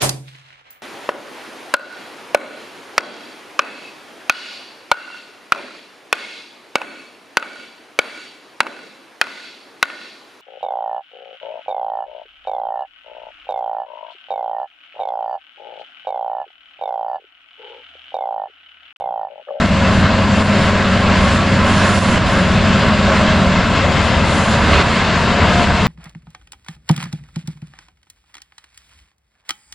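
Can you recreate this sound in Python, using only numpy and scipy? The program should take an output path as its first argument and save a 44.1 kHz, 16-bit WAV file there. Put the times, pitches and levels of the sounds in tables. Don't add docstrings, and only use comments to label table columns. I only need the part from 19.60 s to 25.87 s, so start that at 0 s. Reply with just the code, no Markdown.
import sys
import numpy as np
from scipy import signal
from scipy.fft import rfft, irfft, dct, next_fast_len
from scipy.io import wavfile
from scipy.ndimage import uniform_filter1d, map_coordinates

SR = 44100
rng = np.random.default_rng(int(sys.argv[2]) if len(sys.argv) > 2 else 0)


def wrap_up_sound(samples):
    columns = np.atleast_2d(samples).T
    tamed = np.clip(columns, -1, 1)
    steps = np.round(tamed * 32767).astype(np.int16)
    wavfile.write(sys.argv[1], SR, steps)


def makeup_ratio(level_db):
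    decades = np.asarray(level_db, float) / 20
    return 10 ** decades


N = 276507
T = np.arange(N) / SR


def unit(x):
    return x / np.sqrt(np.mean(x ** 2) + 1e-20)


def along(points, hz):
    f, v = np.transpose(points)
    return np.interp(np.log(hz + 1), np.log(f + 1), v)


def curves(rows):
    s, *cols = np.transpose(rows)
    return [np.interp(T, s, c) for c in cols]


def swells(rows):
    return sum(db * np.exp(-((T - s) / width) ** 2) for s, db, width in rows)


def wobble(rate):
    coarse_t = T[::32]
    knots = rng.standard_normal(N // 400)
    steps = map_coordinates(knots, [coarse_t * np.clip(rate, 0, 100)])
    return np.interp(T, coarse_t, steps)


def filtered(x, response):
    m = next_fast_len(N + 8192)
    return irfft(rfft(x, m) * response(np.fft.rfftfreq(m, 1 / SR)), m)[..., :N]


def tone(turns, db, flutter_db, slip):
    phase = 2 * np.pi * turns + slip * wobble(6)
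    return np.sqrt(2) * makeup_ratio(db + flutter_db * wobble(9)) * np.sin(phase)


# frequency in Hz, likeness from 0 to 1.
ALIKE = [(30, 0.78), (80, 0.94), (200, 0.97), (400, 0.98), (1000, 0.99), (2500, 0.96), (5000, 0.87),
         (10000, 0.13)]


def rush(gain, patchy_db, alike=lambda hz: along(ALIKE, hz)):
    z = signal.stft(rng.standard_normal((2, N)), nperseg=512)[2]
    field = uniform_filter1d(rng.standard_normal(z.shape[1:]), size=6, axis=0)
    field = uniform_filter1d(field, size=12, axis=1)
    pair = signal.istft(z * makeup_ratio(patchy_db * unit(field)), nperseg=512)[1][:, :N]

    def middle_and_side(hz):
        turn = np.arccos(np.clip(alike(hz), -1, 1)) / 2
        return gain(hz) * [np.cos(turn), np.sin(turn)]

    mid, side = filtered(pair, middle_and_side)
    return unit(np.array([mid + side, mid - side]))


# frequency in Hz, level in dB.
HISS = [(3500, -25), (5500, 1.5), (6300, -2.5), (7300, 3), (8200, -4.5), (9000, -5), (10000, -6.5),
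        (11000, -15), (11600, -16.5), (12500, -57)]
# start in seconds, length in seconds, rise in dB.
PUFFS = [(0.694, .34, 2.5), (1.2, .2, 0.5), (1.602, 0.2, 3.5), (2.057, .53, 7), (2.676, .14, 4),
         (3.04, 0.12, 1.5), (3.48, .17, 2), (4.418, 0.071, 2.5), (4.661, 0.28, 5), (5.1, 0.3, 3.5),
         (5.92, .15, 3)]


def leak():
    edge = lambda s: np.clip((T - s) / 0.047 + .5, 0, 1)
    puff_db = sum(rise_db * (edge(s) - edge(s + length)) for s, length, rise_db in PUFFS)
    pan_db = 2.2 * wobble(7)
    hiss = rush(lambda hz: makeup_ratio(along(HISS, hz)), patchy_db=1.5, alike=lambda hz: 0.57 + 0 * hz)
    top = filtered(hiss, lambda hz: 1 / (1 + (10000 / (hz + 1)) ** 20))
    hiss = hiss + (makeup_ratio(0.4 * puff_db) - 1) * top
    level_db = -41.5 + puff_db + 0.67 + 0.61 * wobble(25) + .9 * wobble(15)
    return makeup_ratio(level_db + [pan_db / 2 - 0.9, 1.0 - pan_db / 2]) * hiss


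def chinks():
    when, octave, size, phase = rng.random((900, 4)).T
    t = np.arange(2400) / SR
    hz = 700 * 2 ** (2.6 * octave[:, None])
    envelope = makeup_ratio(-60 * t / 0.12) * (1 - np.exp(-t / 0.01))
    rings = envelope * np.sin(2 * np.pi * (hz * t + phase[:, None]))
    rings = rings * makeup_ratio(-25.5 - 3.5 * np.log2(hz / 700) - 2.43 * np.log(size[:, None] + 0.0012))
    places = (when * N).astype(int)[:, None] + np.arange(len(t))
    return np.bincount(places.ravel(), rings.ravel())[:N]


# start in seconds, burst level in dB, burst length in seconds, ring level in dB.
CLANKS = [
    (1.63, -33, .03, -54),
    (1.67, -25, .04, -49),
    (3.678, -38, .05, -33),
    (4.03, -40, .04, -42),
    (4.44, -29, .03, -48),
    (4.926, -38, .03, -38),
    (5.132, -30, .06, -18),
    (5.198, -26, 0.058, -46),
    (5.927, -21, 0.024, -44),
]


def clanks():
    link_hz, link_t60 = 4200, .14
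    out, t = np.zeros(N + SR), np.arange(SR // 4) / SR
    for s, burst_db, length, ring_db in CLANKS:
        bright_noise = np.diff(rng.standard_normal(len(t) + 1))
        burst = makeup_ratio(burst_db) * bright_noise * t / length * 4 * np.exp(1 - t / length * 4)
        ring = makeup_ratio(ring_db - 60 * t / link_t60) * np.sin(2 * np.pi * link_hz * t)
        ring = ring * (1 - np.exp(-t / .004))
        out[round(s * SR):][:len(t)] += burst + ring
    return filtered(out[:N], lambda hz: 1 / (1 + (hz / 6200) ** 6))


# start in seconds, end in seconds, pitch in Hz, rms level in dB.
SINGING = [(0.048, .5, 547, -32), (0.698, 1.75, 546.3, -34.5), (0.218, 0.294, 2680, -32),
           (0.735, 0.783, 2710, -25), (1.498, 2.302, 1120, -32), (1.95, 2.3, 1020, -27),
           (3.4, 3.898, 628, -26.5), (4.95, 5.35, 582, -35), (5.123, 5.23, 1304, -24),
           (5.55, 6.1, 572, -29), (5.652, 6.305, 702, -24.5)]


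def singing():
    total = 0
    for start, end, hz, db in SINGING:
        swell = np.sin(np.pi * np.clip((T - start) / (end - start), 0, 1))
        turns = hz * T + .16 * wobble(28)
        total = total + swell * tone(turns, db, flutter_db=3.0, slip=0.98)
    return total


# time in seconds, peak in dB, gain change in
# dB, recovery in seconds.
JOLTS = [(0.062, -6, -3.5, .06), (.468, -9, -3.5, .15), (.589, -7, -1, .08), (.826, -7, -5.5, 0.025),
         (1.186, -7, -1, .1), (1.384, -8, -2.5, 0.043), (1.737, -5, -1, 0.094), (2.391, -11, -4.5, 0.072),
         (2.582, -11, -3.5, 0.14), (2.798, -8, -0.5, .06), (3.296, -7, -1.5, 0.13), (3.503, -3, -2.5, .04),
         (3.66, -9, 1, .12), (3.996, -16, 0, 0.13), (4.222, -10, -0.5, 0.055), (4.823, -6, -1, 0.083),
         (5.225, 1, -4.5, 0.12), (6.044, -4, -2, .12)]


def jolts():
    out, u = np.zeros(N), np.arange(-40, 40) / SR / 0.0001
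    for s, db, *_ in JOLTS:
        out[round(s * SR) - 40:][:80] -= makeup_ratio(db) * np.exp(-u ** 2)
    return out


# frequency in Hz, level in dB.
RUMBLE = [(15, -20.5), (30, -1), (60, 1.5), (110, 4), (150, 4), (200, 5), (260, -1.5), (320, -6.5),
          (450, -16), (700, -51.5)]
# time in seconds, rise in dB, half width in seconds.
BENTS = [
    (.42, 4, .3),
    (1.6, 0.5, 0.25),
    (2.85, 3.5, 0.43),
    (4.0, 1, 0.28),
    (5.1, 2, .35),
    (6.15, 3.5, 0.38),
]


def trestle_rumble():
    return makeup_ratio(-23 + swells(BENTS) + 3) * rush(lambda hz: makeup_ratio(along(RUMBLE, hz)), patchy_db=0.87)


# pitch in Hz, width in Hz, level in dB on the far side, level in dB on the near side.
PANELS = [(544.7, 9.6, 3.5, -17), (627, 13, 0, -14), (582, 4.1, -13.5, 0.5), (702, 7.9, -13, -9),
          (1040, 40, -9.5, -10), (1105, 31, -2.5, -6.5), (1342, 25, -2.5, -19), (1530, 40, -7.5, -9.5)]


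def frame(spectrum, column):
    def gain(hz):
        peaks = sum(makeup_ratio(2 * row[column]) / (1 + (2 * (hz - row[0]) / row[1]) ** 2) for row in PANELS)
        return np.sqrt(makeup_ratio(2 * along(spectrum, hz)) + peaks)
    return gain


# frequency in Hz, level in dB.
ROAR_FAR = [(200, -7), (320, -7), (460, -9.5), (550, -2), (640, -2), (850, -9.5), (1030, -2.5),
            (1190, -7.5), (1360, -7.5), (1600, -10), (2200, -18), (3500, -90)]
# frequency in Hz, level in dB.
ROAR_NEAR = [(200, -17.5), (320, -8), (420, -6), (560, -3.5), (690, -2.5), (820, -10), (960, -2.5),
             (1300, -7), (1600, -12), (2200, -19), (3500, -90)]
TURN = (3.5, 5.15)


def frame_roar(lurch_db, throb, shake):
    near = np.interp(T, TURN, [0, 1])
    far_side = rush(frame(ROAR_FAR, column=2), patchy_db=-1.06)
    near_side = rush(frame(ROAR_NEAR, column=3), patchy_db=0.2)
    roar = np.sqrt(1 - near) * far_side + np.sqrt(near) * near_side
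    return makeup_ratio(-18.5 + lurch_db + 0.68 * throb + 0.42 * shake + 0.56 * wobble(45)) * roar


# frequency in Hz, level in dB.
RATTLE = [(800, -39), (1300, -7.5), (1660, -1.5), (1880, -6.5), (2110, -2.5), (2350, -8), (2640, -3.5),
          (2880, -6.5), (4000, -11), (4830, -13.5), (5880, -23.5), (7000, -22), (8500, -33), (11000, -92.5)]


def rack_rattle(lurch_db, throb, shake):
    level_db = -22.3 + 2.5 * T / T[-1] + .9 * lurch_db - 0.8
    tremble_db = 0.56 * throb + 0.27 * shake + 0.44 * wobble(60) + 0.63 * wobble(16)
    return makeup_ratio(level_db + tremble_db) * rush(lambda hz: makeup_ratio(along(RATTLE, hz)), patchy_db=0.78)


# time in seconds, rise in dB, half width in seconds.
LURCHES = [(.52, 2.5, .1), (1.02, 1.4, 0.16), (1.6, 2, 0.12), (2.17, 2, 0.18), (2.58, 2.1, 0.17),
           (3.15, 1.2, 0.1), (3.53, 3, 0.074), (3.96, 1.5, .06), (4.2, .5, 0.054), (5.2, 4, 0.13),
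           (5.38, 2, 0.061), (5.61, 1.5, 0.066), (5.81, 1, 0.033), (5.94, 1, .02), (6.18, 0.5, 0.025)]


def running(shaft):
    lurch_db = swells(LURCHES)
    throb, shake = .5 * np.cos(2 * np.pi * 3 * shaft), wobble(10)
    return trestle_rumble() + frame_roar(lurch_db, throb, shake) + rack_rattle(lurch_db, throb, shake)


# time in seconds, pitch in Hz, load on the gears from 0 to 1.
SPEED = [
    (0, 94.4, 1),
    (3.4, 94.17, 0.99),
    (3.9, 93.26, 0.65),
    (4.8, 89.8, 0),
    (5.4, 89.1, 0.44),
    (6.27, 88.4, 0.4),
]
GEAR_RATIOS = [1, 2, 2.175, 2.447, 4.35]
# rms level in dB loaded,
# rms level in dB unloaded, beat depth in dB, beat period in seconds, time of a crest in seconds.
GEARS = [(-21, -27, 0.8, 1.3, 1.9), (-22.5, -31.5, 2, 1.24, 1.47), (-22.5, -33, 4, 1.32, 0.81),
         (-27, -26.5, 2.5, 1.684, 1.64), (-34, -42, 2.5, 2.1, 1.3)]


def drive_train():
    hz, load = curves(SPEED)
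    turns = np.cumsum(hz) / SR
    total = 0
    for ratio, (on_db, off_db, beat_db, period, crest) in zip(GEAR_RATIOS, GEARS):
        beat = beat_db * np.cos(2 * np.pi * (T - crest) / period)
        level_db = off_db + load * (on_db - off_db) + beat
        total = total + tone(ratio * turns, level_db, flutter_db=.8, slip=.15)
    return total


# cycles per shaft turn, rms level in dB.
ENGINE_ORDERS = [(1, -40), (2, -40), (3, -44), (8.15, -31.5), (13.8, -38.5), (15, -37)]
# time in seconds, rise in dB, half width in seconds.
KICKS = [
    (.22, 7, .3),
    (.95, 1, .3),
    (1.7, 7.5, .3),
    (3.6, 4.5, 0.45),
    (4.5, 8.5, 0.22),
    (5.1, 9.5, 0.19),
    (6.0, 8, .2),
]


def engine():
    hz = 72.73 + .7 * np.minimum(T / 3.936, 1)
    shaft = np.cumsum(hz / 4) / SR
    orders = sum(tone(k * shaft, level, flutter_db=1.0, slip=0.62) for k, level in ENGINE_ORDERS)
    idle = tone(4 * shaft, -29.5 + swells(KICKS), flutter_db=1.5, slip=.4)
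    return idle + orders, shaft


# frequency in Hz, left minus right in dB.
LEAN = [(60, -3), (110, 0.5), (190, 0), (340, 0.5), (600, 0.5), (1080, 0.5), (1920, 0), (3420, 0),
        (6100, 1), (10900, -4.0)]
# time in seconds, left minus right in dB.
BEARING = [
    (0, 1.5),
    (1.9, 1),
    (2.4, -1),
    (2.8, 1.5),
    (3.9, 0.7),
    (4.4, 3.5),
    (5.2, 0),
    (5.6, 2.5),
    (6.27, 1.7),
]


def scene():
    hum, shaft = engine()
    train = leak_free = hum + drive_train() + jolts() + clanks() + chinks() + singing() + running(shaft)
    train = filtered(leak_free, lambda hz: makeup_ratio((along(LEAN, np.minimum(hz, 6000)) - .6) / [[2], [-2]]))
    pan_db, = curves(BEARING)
    return makeup_ratio([pan_db / 2, -pan_db / 2]) * train + leak()


# frequency in Hz, step in dB.
COARSE = [(1000, -60), (5000, -45), (7000, -33), (8500, -25), (10000, -25), (11500, -28)]


def treble_blips(x, size=2048, lead=1240):
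    half, pad = size // 2, 2 * size - lead
    window = np.sin(np.pi * (np.arange(2 * size) + .5) / (2 * size))
    x = np.pad(x, ((0, 0), (pad, 3 * size - (N + pad) % size))).reshape(len(x), -1, size)
    blocks = np.concatenate([x[:, :-1], x[:, 1:]], axis=2) * window
    a, b, c, d = np.split(blocks, 4, axis=2)
    folded = np.concatenate([-c[..., ::-1] - d, a - b[..., ::-1]], axis=2)
    lines = dct(folded, type=4, norm="ortho")
    treble_db = 10 * np.log10(np.mean(lines[..., 700:900] ** 2, axis=(0, 2))[:, None] + 1e-9)
    step_db = along(COARSE, np.arange(size) * SR / (2 * size))
    step = makeup_ratio(step_db + 0.42 * (treble_db - np.median(treble_db)))
    folded = dct(np.round(lines / step) * step, type=4, norm="ortho")
    u, v = folded[..., :half], folded[..., half:]
    blocks = np.concatenate([v, -v[..., ::-1], -u[..., ::-1], -u], axis=2) * window
    joined = blocks[:, 1:, :size] + blocks[:, :-1, size:]
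    return joined.reshape(len(x), -1)[:, pad - size:][:, :N]


def low_pass(x):
    return signal.sosfilt(signal.butter(12, 11470, fs=SR, output="sos"), x)


def record(dry):
    drop_db = np.zeros(N)
    for s, _, db, back in JOLTS:
        first = round(s * SR) + 30
        after = T[first:][:SR] - s
        drop_db[first:][:SR] += db * np.exp(-after / back)
    flattened = np.clip(makeup_ratio(drop_db) * dry, -1, 1)
    return low_pass(treble_blips(flattened))


dry = scene()
out = record(dry)
wrap_up_sound(out)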